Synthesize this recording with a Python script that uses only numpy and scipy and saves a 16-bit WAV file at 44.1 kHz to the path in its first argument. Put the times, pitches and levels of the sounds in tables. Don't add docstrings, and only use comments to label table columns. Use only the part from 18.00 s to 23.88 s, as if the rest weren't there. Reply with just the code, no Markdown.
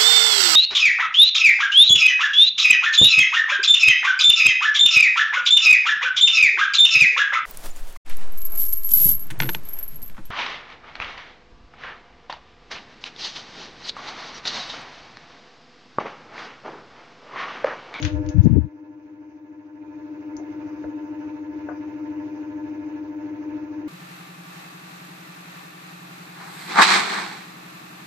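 import sys
import numpy as np
from scipy import signal
from scipy.fft import rfft, irfft
from scipy.io import wavfile
from scipy.ndimage import uniform_filter1d, minimum_filter1d

SR = 44100
rng = np.random.default_rng(int(sys.argv[2]) if len(sys.argv) > 2 else 0)


def linear_from_db(decibels):
    return 10 ** (np.asarray(decibels, float) / 20)


def master(y):
    cut = np.clip(np.atleast_2d(y).T, -1, 1)
    pcm = np.round(cut * 32767)
    wavfile.write(sys.argv[1], SR, pcm.astype(np.int16))


N = 259308

MULTIPLES = (1, 2, 3, 4, 5, 6, 7, 8, 9, 10, 11, 13, 14, 15, 16, 17, 20, 22, 26)
# (peak level [dB], left-right difference [dB], left lead [rad])
HUM = [(-58, 2.5, 0.36), (-60, 2, 1.1), (-30.5, 4, 0.16), (-59.5, 6, 1), (-52.5, 8.5, 0.6),
       (-51.5, -6, -1.4), (-65, 4.5, -0.6), (-64, -5.5, 0.6), (-50.5, -6, 0.55), (-57.5, 2, 0.62),
       (-73.5, 8.5, -8), (-65.5, -6.5, -2.5), (-61.5, -7.5, -2.5), (-60, -2, -2.5), (-66, 3, -3.5),
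       (-63.5, 10.5, 0.8), (-70.5, -2.5, 5.5), (-71, 0.5, -1.5), (-68.5, -9.5, 3.5)]
PULL = {1: (-.05, -.05), 2: (.42, -.04), 3: (-.44, 0), 4: (.36, -.14), 5: (.12, 0), 6: (-.37, 0)}
STRONG_THROB = (1, 2, 3, 4, 5, 9, 10, 15, 17)
# (below level [dB], below start [cycles], above level [dB], above start [cycles])
THROB = [(-27.5, -.04, 2.5, .01), (-7, -0.43, -6, .12), (-9, -0.055, -6, 0.34), (-4, 0.25, 1.5, 0.13),
         (-27.5, -0.67, -11.5, 0.44), (-7.5, 0.18, -11.5, -0.33), (-5, 0.4, -9.5, -.24),
         (-14, 0.0058, -8, -0.32), (-16, 0.19, -2.5, -.23)]
COMMON_THROB = (-17, 3.37, -8.5, -0.14)
TWICE_A_TURN = {1: (2, -6.5, .35), 3: (-2, -25, 0)}
# (frequency [Hz], density [dB per Hz])
AIR = [(45, -87), (80, -74.5), (115, -77), (200, -85.5), (300, -70.5), (380, -69.5), (450, -84.5),
       (700, -84.5), (2700, -92.5), (3200, -103), (5000, -106), (6400, -109), (7500, -120), (8500, -160)]
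# (frequency [Hz], left-right difference [dB])
LEAN = [(60, 2.5), (200, 9.5), (400, 0.5), (700, 1), (2600, -4), (3500, 6.5), (6500, 2)]
# (frequency [Hz], likeness [0..1])
LIKENESS = [(60, 0.31), (300, 0.89), (640, 0.93), (1400, 0.27), (7000, 0.027)]
# (frequency [Hz], width [Hz], level [dB])
NARROW_BANDS = [(2118, 27, 6), (2400, 45, 2), (2573, 7.3, -2), (3690, 51, -1.5), (4150, 8.3, -5.5),
                (5320, 25, -5.2), (6020, 100, -1.9)]
# (start [s], length [s], peak level [dB], brightness [Hz])
PUFFS = [(0., 0.09, -11.5, 87), (0.085, 0.148, -13, 75.4), (0.222, 0.083, -14.5, 76.5),
         (0.331, 0.049, -7, 114.3), (0.365, 0.0513, 3, 120), (0.428, 0.025, -5.5, 236),
         (.444, .036, 0.5, 275), (0.488, 0.043, -4, 201), (0.517, .034, -4.5, 233),
         (0.546, 0.043, -2.5, 298), (.564, 0.0323, -3, 264), (0.585, 0.09, -16.5, 130),
         (2.327, 0.06, -39.5, 89.5), (2.822, 0.067, -37.5, 89.2), (.49, 0.15, -8, 94.3)]
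# (time [s], peak level [dB], centre [Hz], t60 [s], left-right difference [dB])
CLICKS = [(0., -32, 2800, 0.39, 1), (0.017, -35.5, 6450, 0.32, 1), (0.0266, -19, 3230, 0.2, 5),
          (0.0501, -17, 2870, 0.22, 4), (0.2633, -43, 3600, 0.095, 12), (0.2886, -34, 4620, .1, 11),
          (2.367, -41, 6330, .14, 17), (2.366, -51, 4900, 0.13, 9), (2.84, -38.5, 1490, .1, 2),
          (.2886, -43.5, 6240, 0.23, 19.5), (3.687, -35.5, 1590, 0.079, 4.5)]
# (time [s], peak level [dB], dullness [Hz], left-right difference [dB])
KNOCKS = [
    (2.397, -31, 800, 3),
    (2.841, -23.5, 650, 2.5),
    (3.687, -25.5, 1600, 6),
    (3.711, -31.5, 1710, 3.5),
]
# (frequency [Hz], level [dB], t60 [s])
BOX = [(501, -4.5, 0.11), (606, 7.5, 0.052), (716, -2, 0.17), (945, -9, 0.16), (1090, -36, 0.054),
       (1473, -0.5, 0.23), (2155, -14.5, 0.054)]
# (start [s], fall [s], depth [dB], release [s], recovery time constant [s])
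DUCKS = [
    (0.399, .3, -10, 1.715, 0.35),
    (1.52, 0.12, -0.5, 1.9, 0.087),
    (2.841, 0.69, -1.7, 3.45, .15),
]
# (frequency [Hz], density [dB per Hz])
HISS = [(7200, -136), (9000, -128), (13500, -122), (14300, -119), (14800, -108), (16000, -107)]

BUZZ_HZ, TURN_HZ = 100.213, 13.10
LIFT_S, LIFT_FADE_S = 0.37, 0.081
BOARDS_DB, BOARDS_550_DB, BOARDS_LEAN_DB = 2.5, 7, 0.5
BOARDS_DULL_DB = -3.5
SHADE_START_S, SHADE_END_S, SHADE_DB = 3.6, 3.95, -1
SLACK_FADES = 0.58
AIR_FOLLOWS = 1.104
RUSTLE_DB, RUSTLE_END_S = 3, 0.63
SUCK = 0.23
TAIL_DB, DRIER_PER_DB = -4.5, 0.23
RUB_START_S, RUB_LENGTH_S = .41, .07
PORT_HZ, PORT_WIDTH_HZ, PORT_GAIN = 6520, 740, 1.6
VOICE_BAND_HZ, RUMBLE_CUT_HZ, TOP_HZ = 6800, 66, 15760
LIMIT, LIMIT_S = .97, .004


def rms_one(x):
    return x / np.sqrt(np.mean(x ** 2) + 1e-20)


def at_hz(points, hz):
    table_hz, values = np.array(points).T
    return np.interp(np.log(hz), np.log(table_hz), values)


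def sides(db):
    return linear_from_db(np.array([db / 2, -db / 2]))


def sos(x, sections):
    return signal.sosfilt(sections, x)


def low_pass(x, hz, order):
    return sos(x, signal.butter(order, hz, fs=SR, output="sos"))


def band(x, low_hz, high_hz, order=2):
    edges_hz = [low_hz, min(high_hz, .45 * SR)]
    return sos(x, signal.butter(order, edges_hz, "band", fs=SR, output="sos"))


def resonance(x, hz, width_hz):
    r = np.exp(-np.pi * width_hz / SR)
    feedback = [1, -2 * r * np.cos(2 * np.pi * hz / SR), r * r]
    return signal.lfilter(np.array([1, 0, -1]) * (1 - r * r) / 2, feedback, x)


def drift(rate, channels=1):
    r = np.exp(-128 * np.pi * rate / SR)
    chance = rng.standard_normal((channels, N // 64 + 1002))
    slow = signal.lfilter([1], [1, -2 * r, r * r], chance)[:, 1000:]
    return np.array([np.interp(np.arange(N) / 64, np.arange(len(v)), rms_one(v)) for v in slow])


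def coloured(spectrum, lean=((1, 0), (2, 0))):
    hz = np.maximum(np.fft.rfftfreq(N, 1 / SR), 1)
    mid, side = rfft(rng.standard_normal((2, N))) * np.sqrt(SR / 4)
    alike = np.clip(at_hz(LIKENESS, hz), 0, 1)
    pair = np.sqrt(1 + alike) * mid + np.sqrt(1 - alike) * side * [[1], [-1]]
    return irfft(pair * linear_from_db(at_hz(spectrum, hz)) * sides(at_hz(lean, hz)), N)


def gain_control():
    t = np.arange(N) / SR
    gain_db = np.zeros(N)
    for start, fall, db, release, recover in DUCKS:
        falling = np.clip((t - start) / fall, 0, 1)
        gain_db += db * falling * np.exp(-np.maximum(t - release, 0) / recover)
    return gain_db


def slack(depth_db, recover_s):
    turns = (np.arange(1, N / SR * TURN_HZ) - .03) / TURN_HZ
    at = (np.ceil(turns * BUZZ_HZ + .08) - .08) / BUZZ_HZ - .001
    drops = np.zeros(N)
    drops[(at * SR).astype(int)] = -depth_db * rng.uniform(0.084, 0.9, len(at))
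    sag = signal.lfilter([1], [1, -np.exp(-1 / (recover_s * SR))], drops)
    return uniform_filter1d(sag - sag.mean(), 40)


def motor(wander_db, flutter_db):
    t, out = np.arange(N) / SR, np.zeros((2, N))
    low = np.clip(.5 - (t - LIFT_S) / LIFT_FADE_S, 0, 1)
    up = np.clip((t - SHADE_START_S) / (SHADE_END_S - SHADE_START_S), 0, 1)
    turn = np.exp(2j * np.pi * TURN_HZ * t)
    flutter = flutter_db * drift(8.3)
    sag_db = slack(depth_db=5.5, recover_s=0.029)
    throb = dict(zip(STRONG_THROB, THROB))
    for k, (db, pan_db, lead) in zip(MULTIPLES, HUM):
        below_db, below, above_db, above = throb.get(k, COMMON_THROB)
        beat = 1 + linear_from_db(below_db) * np.exp(2j * np.pi * below) / turn
        beat = beat + linear_from_db(above_db) * np.exp(2j * np.pi * above) * turn
        if k in TWICE_A_TURN:
            turns_off, side_db, start = TWICE_A_TURN[k]
            beat = beat + linear_from_db(side_db) * np.exp(2j * np.pi * start) * turn ** turns_off

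        phase, creep = PULL.get(k, (rng.random(), 0))
        tone = beat * np.exp(2j * np.pi * ((k * BUZZ_HZ + creep) * t + phase))
        pair = np.real(tone * np.exp(.5j * lead * np.array([[1], [-1]])))

        boards_db = BOARDS_550_DB * low * (k in (5, 6)) + BOARDS_DULL_DB * low * (k in (9, 10))
        shade_db = SHADE_DB * (up - .5) * min(k / 10, 1.2) * (k > 4)
        if k == 3:
            loose_db = sag_db * (1 - SLACK_FADES * up)
        else:
            loose_db = np.sqrt(k) * wander_db * drift(4.0, channels=2)
        out += pair * linear_from_db(db + boards_db + shade_db + loose_db) * sides(pan_db)[:, None]
    level_db = gain_control() + BOARDS_DB * low + flutter
    return out * linear_from_db(level_db) * sides(BOARDS_LEAN_DB * low - .7)


def air(patchy_db, turn_db, buzz_depth):
    t, out = np.arange(N) / SR, 0
    noise = coloured(AIR, LEAN)
    noise[0] = np.roll(noise[0], 5)
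    spectrum, hz = rfft(noise), np.fft.rfftfreq(N, 1 / SR)
    edges = 35 * 2 ** np.arange(0, 8.1, .5)
    together = drift(10.0)
    for low, high in zip(edges, edges[1:]):
        part = irfft(spectrum * ((hz >= low) & (hz < high)), N)
        turn = turn_db * np.cos(2 * np.pi * (TURN_HZ * t - .15)) * (low > 600)
        gate = 1 + buzz_depth * np.cos(2 * np.pi * BUZZ_HZ * t) * (1200 < low < 3000)
        rustle = RUSTLE_DB * np.clip((RUSTLE_END_S - t) / 0.11, 0, 1) * (low > 2000)
        patches = patchy_db * (0.55 * together + drift(12.0, channels=2))
        out = out + part * gate * linear_from_db(turn + rustle + patches)
    for centre_hz, width_hz, db in NARROW_BANDS:
        fitful = linear_from_db(db - 4.5 + 5 * drift(3.1, channels=2))
        out = out + fitful * resonance(noise, centre_hz, width_hz)
    return out * linear_from_db(AIR_FOLLOWS * gain_control())


def draught(evenness, leak_db):
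    out = np.zeros(N)
    for start, length, db, hz in PUFFS:
        i, n = round(start * SR), round(length * SR)
        noise = signal.lfilter([1], [1, -.99], rng.standard_normal(12000))
        lump = low_pass(band(noise, 75, 900), hz, order=3)[4000:]
        lump = lump / uniform_filter1d(np.abs(signal.hilbert(lump)), 500) ** evenness
        puff = lump[1000:1000 + n] * np.hanning(n) ** 0.63
        puff = low_pass(np.pad(puff, (0, 900)), 1.67 * hz, order=4)
        out[i:i + len(puff)] += linear_from_db(db) * puff / np.abs(puff).max()
    return (out - SUCK * out ** 2) * linear_from_db([[0], [leak_db]])


def clicks():
    out, t = np.zeros((2, N)), np.arange(12000) / SR
    for s, db, hz, t60, pan_db in CLICKS:
        noise = rng.standard_normal((2, len(t)))
        wide = 2.1 if 2000 < hz < 4800 else 1.12
        crack = band(noise[0] * linear_from_db(-60 * t / 0.0058), hz / wide, hz * wide)
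        crack = crack + 1.4 * resonance(crack, hz, 350)
        tail_db = TAIL_DB - DRIER_PER_DB * pan_db - 8.0 - 60 * t / t60
        tail = rms_one(band(noise, hz / wide ** 1.3, hz * wide ** 0.26)) * linear_from_db(tail_db)
        click = crack / np.abs(crack).max() + tail
        i = round(s * SR)
        out[:, i:i + len(t)] += linear_from_db(db) * click * sides(pan_db)[:, None]
    return low_pass(out, 7500, order=2)


def rub(db, top_db):
    progress = np.clip((np.arange(N) / SR - RUB_START_S) / RUB_LENGTH_S, 0, 1)
    shape = np.sin(np.pi * progress) ** 2
    noise = rng.standard_normal((2, N))
    low = rms_one(band(noise, 2700, 8300)) * sides(4.5)[:, None]
    top = linear_from_db(top_db) * rms_one(band(noise, 13600, 15600))
    return linear_from_db(db) * shape * (low + top)


def knocks(room_db, room_t60):
    out, t = np.zeros((2, N)), np.arange(9000) / SR
    for s, db, dull_hz, pan_db in KNOCKS:
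        chance_db = rng.normal(0, 1.3, (len(BOX), 2))
        rings = 0
        for (hz, mode_db, t60), extra_db in zip(BOX, chance_db):
            decay = linear_from_db(mode_db + extra_db[:, None] - 60 * t / t60)
            rings = rings + decay * np.sin(2 * np.pi * hz * t) / (1 + (hz / dull_hz) ** 2)
        rings = low_pass(rings / np.abs(rings).max(), 0.89 * dull_hz, order=4)
        tail = rms_one(band(rng.standard_normal((2, len(t))), 440, dull_hz, order=5))
        tail = tail * linear_from_db(room_db - 60 * t / room_t60) * np.minimum(t / 0.002, 1)
        i = round(s * SR)
        out[:, i:i + len(t)] += linear_from_db(db) * (rings + tail) * sides(pan_db)[:, None]
    return out


def limited(x):
    size = round(LIMIT_S * SR)
    need = minimum_filter1d(np.minimum(1, LIMIT / (np.abs(x) + 1e-9)), size=2 * size)
    return x * uniform_filter1d(uniform_filter1d(need, size=size), size=size)


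def scene():
    fan = motor(wander_db=0.42, flutter_db=0.91) + air(patchy_db=2.0, turn_db=0.5, buzz_depth=0.22)
    wind = draught(evenness=0.99, leak_db=-55.5)
    handling = clicks() + rub(db=-56, top_db=-8.5) + knocks(room_db=-12.0, room_t60=0.21)
    return fan + wind + handling


def top_cut(x):
    return signal.sosfilt(signal.butter(12, 17130, fs=SR, output="sos"), x)


def record(dry):
    heard = dry + [[PORT_GAIN], [.3]] * resonance(dry, PORT_HZ, PORT_WIDTH_HZ)
    heard = sos(heard, signal.butter(5, RUMBLE_CUT_HZ, "high", fs=SR, output="sos"))
    kept = sos(heard, signal.ellip(8, .5, 60, VOICE_BAND_HZ, fs=SR, output="sos"))
    bright = np.sqrt(uniform_filter1d(band(kept, 4500, 7700) ** 2, 70).mean(axis=0) + 1e-14)
    hiss = coloured(HISS) * linear_from_db(gain_control()) + linear_from_db(-9) * bright ** 1.42 * rng.standard_normal(N)
    hiss = sos(hiss, signal.ellip(10, .5, 70, [7400, TOP_HZ], "band", fs=SR, output="sos"))
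    top = sos(dry, signal.ellip(8, .5, 70, [13000, TOP_HZ], "band", fs=SR, output="sos"))
    return top_cut(limited(kept + hiss + top))


dry = scene()
out = record(dry)
master(out)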